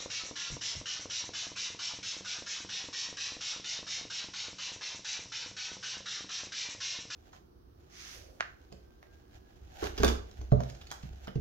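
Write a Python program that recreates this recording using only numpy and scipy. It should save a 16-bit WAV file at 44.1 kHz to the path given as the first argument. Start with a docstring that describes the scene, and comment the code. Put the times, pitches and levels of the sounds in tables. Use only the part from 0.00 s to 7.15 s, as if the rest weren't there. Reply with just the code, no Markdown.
"""A bottle atomiser, its rubber bulb pumped by hand about four times a second, close to one
microphone in a small tiled bathroom. Each squeeze spits (harder after a longer pause), swells into a
hiss of mist, now and then whistles, and dies away while the bulb sucks air back in. The valves knock
twice a stroke and wake the room's standing waves. Early on the rubber creaks and a draught twice
bumps the microphone; faint room tone lies underneath."""
import sys
import numpy as np
from scipy import signal
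from scipy.fft import rfft, irfft, next_fast_len
from scipy.io import wavfile
from scipy.ndimage import map_coordinates

SR = 44100
rng = np.random.default_rng(int(sys.argv[2]) if len(sys.argv) > 2 else 0)


def generate_wav(signal):
    """Clip the signal to [-1, 1] and save it as 16-bit WAV at the path in sys.argv[1]."""
    frames = np.transpose(np.atleast_2d(signal))
    scaled = np.clip(frames, -1, 1) * 32767
    pcm = np.round(scaled).astype(np.int16)
    wavfile.write(sys.argv[1], SR, pcm)


N = 315315
TIME = np.arange(N) / SR
STROKE = np.arange(SR // 2) / SR  # time within one stroke

# strokes of the bulb: (squeezed [s], let go [s], full again [s], effort [dB], brightness [dB])
STROKES = [(-.139, .001, .057, 0.5, 0), (0.099, .234, .309, .8, -1.5), (.356, .499, .565, .8, -2.8),
           (.611, .751, .811, .3, 2.5), (0.857, .993, 1.054, -.4, -.6), (1.099, 1.238, 1.289, .1, 1),
           (1.334, 1.466, 1.515, .6, 0), (1.561, 1.701, 1.745, .3, 1), (1.79, 1.935, 1.986, .7, -1.3),
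           (2.028, 2.164, 2.206, .1, 0), (2.247, 2.385, 2.42, -.1, -0.5), (2.462, 2.602, 2.646, .2, -0.5),
           (2.69, 2.839, 2.884, -.2, -4), (2.928, 3.086, 3.125, 1.3, -1.3),
           (3.169, 3.318, 3.365, 1.5, -1.3), (3.407, 3.56, 3.596, 1, .1), (3.642, 3.788, 3.826, .9, .1),
           (3.867, 4.01, 4.05, .7, 1), (4.1, 4.241, 4.284, .1, -.8), (4.335, 4.481, 4.528, -.4, -2.2),
           (4.583, 4.716, 4.76, .1, -4), (4.809, 4.945, 4.991, -.8, -4), (5.045, 5.19, 5.255, 0, 0),
           (5.319, 5.459, 5.511, -1.2, -5), (5.565, 5.714, 5.766, -0.7, -4), (5.827, 5.967, 6.003, 0, -2),
           (6.057, 6.205, 6.242, .2, -2.3), (6.291, 6.432, 6.468, -.7, -1.5),
           (6.519, 6.686, 6.747, 1.2, -2.8), (6.802, 6.986, 7.051, .3, -1), (7.101, 7.249, 7.3, -0.5, -2.7)]
# hiss of the jet at the nozzle: (frequency [Hz], level [dB])
MIST_SPECTRUM = [(300, -43), (800, -18), (1200, -18), (1900, -8.5), (2450, -4), (2950, -1), (3250, -4),
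                 (3850, 1), (4750, -4.5), (5650, 1), (6200, -4), (6700, -8), (7500, -14.5), (8100, -30)]
# hiss of air drawn into the bulb: (frequency [Hz], level [dB])
INTAKE_SPECTRUM = [(300, -28), (900, -13.5), (1500, -15), (2200, -5.5), (2700, -10), (3200, -12),
                   (4100, -5), (4750, -15.5), (5750, 2.5), (6700, -5), (7500, -8.5), (8100, -20.5)]
# intake hiss as the hand turns the inlet on and off microphone: (time [s], level [dB])
INTAKE_LEVELS = [(0, -43.5), (1.24, -45), (1.46, -49.5), (2.2, -46), (2.75, -47), (3.3, -49), (3.8, -58),
                 (4.7, -46), (6.2, -49.5), (6.65, -41.5), (7.05, -49)]
# puffs on which the nozzle whistles: (time [s], length [s], relative level [dB], pitch [Hz])
WHISTLES = [(0.612, .1, -53, 2930), (0.857, .18, -48.5, 3010), (1.099, .07, -48, 3050),
            (1.554, 0.14, -54, 2470), (3.642, .13, -50.5, 2850), (4.583, .13, -53, 2990)]
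# rubbery modes of a valve: (frequency [Hz], level [dB], t60 [s])
VALVE_MODES = [(315, -1, .016), (485, 0, .015), (636, -1, .012), (928, -1.5, .014)]
# the knock that ends each refill: (time [s], level [dB])
SEATING_LEVELS = [(0, -32), (1.3, -35.5), (1.7, -38.5), (2.2, -39.5), (2.5, -36), (3.3, -38.5), (4.05, -38),
                  (4.3, -41.5), (5.3, -44), (6.2, -40.5), (7.1, -41)]
# rubber rubbing in the hand: (time [s], level [dB], centre [Hz])
CREAKS = [(.027, -54, 520), (0.261, -54, 600), (0.29, -54, 480), (1.024, -61, 550)]
# standing waves of the bathroom: (frequency [Hz], level [dB], t60 [s])
ROOM_MODES = [(98, -1, 0.69), (121, -1.5, 0.95), (192, 1.5, 0.72), (295.2, -1, .4), (485, -8, 0.29)]
# reverberation off the tiles: (frequency [Hz], t60 [s])
TILE_DECAY = [(150, 0.41), (1000, 0.35), (4000, 0.31), (8000, 0.19)]
# air on the microphone: (time [s], spread as standard deviation [s], peak level [dB])
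DRAUGHTS = [(.535, .016, -36), (.77, .009, -36), (.798, .016, -44)]
# tone of the empty room: (frequency [Hz], level [dB])
ROOM_TONE_SPECTRUM = [(15, -34.5), (25, -3), (48, -13.5), (112, 2), (248, -14), (499, -4.5), (751, -24),
                      (2900, -9.5), (4820, -6), (5570, 1), (8000, -19.5), (10400, -45.5), (17600, -120)]

MIST_DB, SPIT_DB = -38.25 + 2, -49.7 + 1.54  # at usual effort, after the usual pause
USUAL_PAUSE_S, OPENING_DB, OPENING_DB_PER_S = .097, -3, 73  # a longer pause opens the jet harder
SPIT_HZ, SPIT_SCATTER_HZ, EDGE_TONE_HZ = 1560, 50, 2990
LET_GO_DB, THUD_DB = -41, -52 + 12.5  # the flap pushes the same air however hard it clicks
TOP_HZ = 8250


def atomiser():
    """Close up, each squeeze drives mist, spit and a faint edge tone; then the bulb breathes in."""
    track = np.zeros(N)
    last_let_go = STROKES[0][0] - USUAL_PAUSE_S
    for s, let_go, full, effort_db, bright_db in STROKES:
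        rested_db = OPENING_DB_PER_S * (s - last_let_go - USUAL_PAUSE_S)
        length, last_let_go = let_go - s, let_go
        jet = mist(length, MIST_DB + effort_db, OPENING_DB + rested_db, bright_db)
        jet += spit(length, SPIT_DB + .5 * rested_db, SPIT_HZ + SPIT_SCATTER_HZ * rng.standard_normal())
        jet += edge_tone(length, effort_db - 61, EDGE_TONE_HZ)
        intake = refill(length, full - let_go, np.interp(let_go, *np.transpose(INTAKE_LEVELS)))
        add(track, s, bathroom(near_echoes(jet) + intake, wet_db=-2))
    return track


def mist(length, db, start_db, bright_db):
    """The jet opens at once, swells with the bulb's pressure and bleeds away after the release."""
    t = STROKE
    pressure_db = np.interp(t / length, [0, .1, .34, .66, .9, 1.25, 2],
                            [start_db, start_db + .5, 1, 0, -6.1 + 1.5, -17, -45])
    treble = lambda hz: 1 / (1 + (4700 / (hz + 1)) ** 6)
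    body = noise(t, lambda hz: amp(along(MIST_SPECTRUM, hz)) * np.sqrt(1 - treble(hz)))
    fizz = noise(t, lambda hz: amp(along(MIST_SPECTRUM, hz)) * np.sqrt(treble(hz)))
    # more pressure tears finer drops: the treble grows faster than the body
    tilt_db = bright_db + .3 * (pressure_db + 6.5)
    body *= amp(-tilt_db / 2 + .7 * wobble(t, 60))
    fizz *= amp(tilt_db / 2 + .5 * wobble(t, 74))
    sputter = amp(.49 * wobble(t, 140) + 1.3 * wobble(t, 1100))  # liquid reaches the nozzle unevenly
    opening = 1 - np.exp(-t / .0013)
    return unit((body + fizz) * sputter) * amp(db + pressure_db) * opening


def spit(length, db, centre_hz):
    """Liquid gurgles in the nozzle, rising as it clears, and returns softly as the jet breaks off."""
    t = STROKE
    clearing = np.clip(t / .024, 0, 1) * np.pi / 2
    low = noise(t, lambda hz: resonance(hz, centre_hz - 90, 590))
    high = noise(t, lambda hz: resonance(hz, centre_hz + 60, 600))
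    gurgle = (low * np.cos(clearing) + high * np.sin(clearing)) * np.exp(-(t / .027) ** 6)
    break_off = np.exp(-((t - .83 * length) / .025) ** 2)
    dribble = noise(t, lambda hz: resonance(hz, 1430, 1300)) * break_off
    return gurgle * amp(db) + dribble * amp(-52)


def edge_tone(length, db, hz):
    """A breathy tone of the nozzle, strongest as the jet opens."""
    centre_hz = hz * (1 + .0088 * rng.standard_normal())
    fade = np.exp(-(STROKE / (.4 * length)) ** 2.2)
    return noise(STROKE, lambda f: resonance(f, centre_hz, 300)) * amp(db + 5) * fade


def refill(length, fill_time, db):
    """The released bulb sucks air in through its inlet valve until it is round again."""
    filled = (STROKE - length) / fill_time
    flow_db = np.interp(filled, [-.02, .16, .36, 1.4], [-62, -.5, 3, -6.5])
    flow_db[filled > 1] = -62.5  # the hiss cuts off once the bulb is full
    return noise(STROKE, lambda hz: amp(along(INTAKE_SPECTRUM, hz))) * amp(db + flow_db - 3)


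def whistles():
    """Now and then the nozzle's edge tone catches and stands out of the hiss."""
    track = np.zeros(N)
    for s, length, db, hz in WHISTLES:
        add(track, s, bathroom(edge_tone(length, db, hz), wet_db=-1))
    return track


def valves():
    """At let-go and at full, a flap clicks dully and its push of air wakes the room's standing waves."""
    track = np.zeros(N)
    releases = [(let_go, LET_GO_DB) for _, let_go, *_ in STROKES]
    seatings = [(full, np.interp(full, *np.transpose(SEATING_LEVELS))) for _, _, full, *_ in STROKES]
    swing = STROKE / .0016
    thud = amp(THUD_DB) * (1 - swing) * np.exp(-swing) * (1 - np.exp(-STROKE / .00065))
    contact = 1 - np.exp(-(STROKE / .0006) ** 2)  # rubber makes contact gradually
    for s, db in releases + seatings:
        click = amp(db) * contact * ring(VALVE_MODES, scatter_db=1.5, detune=.04)
        boom_db = db - .43 * (db + 52) - 19.5  # only partly follows the click
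        boom = amp(boom_db) * ring(ROOM_MODES, scatter_db=2, detune=.008)
        landing = s + .00244  # the flap travels briefly before it seats
        add(track, landing, bathroom(click + thud, wet_db=-7.5))
        add(track, landing, boom)
    return track


def creaks():
    """Brief dull rubs of the bulb as it springs back."""
    track = np.zeros(N)
    for s, db, centre_hz in CREAKS:
        rub = noise(TIME, lambda hz: resonance(hz, centre_hz, 390))
        track += amp(db) * np.exp(-((TIME - s) / .0092) ** 2) * rub
    return track


def near_echoes(x, strength=.15, reach_s=.004, count=5):
    """Face, hand and wall close to the nozzle comb the hiss."""
    echoes = np.zeros(SR // 20)
    echoes[0] = 1
    delays = (rng.uniform(.1, 1, count) * reach_s * SR).astype(int)
    echoes[delays] += strength * rng.choice([-1, 1], count)
    return signal.fftconvolve(x, echoes / np.linalg.norm(echoes))[:len(x)]


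def bathroom(x, wet_db):
    """The microphone hears the direct sound plus the tiles, anew for each place of the moving bottle."""
    hz, t, spectra = signal.stft(rng.standard_normal(len(STROKE)), SR, nperseg=256)
    decay = amp(-60 * t / along(TILE_DECAY, hz)[:, None])
    _, tail = signal.istft(spectra * decay, SR, nperseg=256)
    answer = amp(wet_db) * tail / np.linalg.norm(tail)
    answer[0] += 1  # direct path
    return signal.fftconvolve(x, answer) / np.linalg.norm(answer)


def draughts():
    """Short low bumps of moving air right on the microphone."""
    track = np.zeros(N)
    for s, width, db in DRAUGHTS:
        bump = np.exp(-((TIME - s) / width) ** 2 / 2) * noise(TIME, lambda hz: resonance(hz, 80, 130))
        track += amp(db) * bump / np.abs(bump).max()
    return track


def room_tone():
    """Faint rumble and hiss of the room, wavering slightly behind everything."""
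    return noise(TIME, lambda hz: amp(along(ROOM_TONE_SPECTRUM, hz))) * amp(-55 + .86 * wobble(TIME, 7.1))


def amp(db):
    """Decibels to gain."""
    return 10 ** (np.asarray(db) / 20)


def unit(x):
    """Scale to rms 1."""
    return x / np.sqrt(np.mean(x ** 2) + 1e-20)


def along(points, hz):
    """A curve over frequency, read on a log axis."""
    frequencies, values = np.transpose(points)
    return np.interp(np.log(hz + 1), np.log(frequencies + 1), values)


def filtered(x, response):
    """Shape x by a gain that depends on frequency."""
    size = next_fast_len(len(x) + 8192)
    return irfft(rfft(x, size) * response(np.fft.rfftfreq(size, 1 / SR)), size)[:len(x)]


def noise(t, response):
    """Coloured noise of rms 1 over the times t."""
    return unit(filtered(rng.standard_normal(len(t)), response))


def resonance(hz, centre_hz, width_hz):
    """Gain of a resonance with steep skirts."""
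    return 1 / (1 + (2 * (hz - centre_hz) / width_hz) ** 2)


def wobble(t, rate):
    """A smooth random curve, rate knots a second."""
    return map_coordinates(rng.standard_normal(int(t[-1] * rate) + 4), [t * rate])


def ring(modes, scatter_db, detune):
    """Damped modes, struck at slightly new strengths and pitches."""
    hz, db, t60 = np.transpose(modes)[:, :, None]
    level, pitch = rng.standard_normal((2, len(modes), 1))
    decay = amp(db + scatter_db * level - 60 * STROKE / t60)
    return np.sum(decay * np.sin(2 * np.pi * hz * (1 + detune * pitch) * STROKE), axis=0)


def add(track, s, sound):
    """Mix a sound into the track at time s."""
    start = round(s * SR)
    part = sound[max(-start, 0):max(N - start, 0)]
    track[max(start, 0):][:len(part)] += part


def scene():
    """One microphone near the bottle feeds both channels."""
    mono = atomiser() + whistles() + valves() + creaks() + draughts() + room_tone()
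    return np.array([mono, mono])


def record(dry):
    """The recorder keeps nothing above its band limit."""
    return np.array([filtered(x, lambda hz: np.clip((TOP_HZ - hz) / 200, 0, 1)) for x in dry])


dry = scene()
out = record(dry)
generate_wav(out)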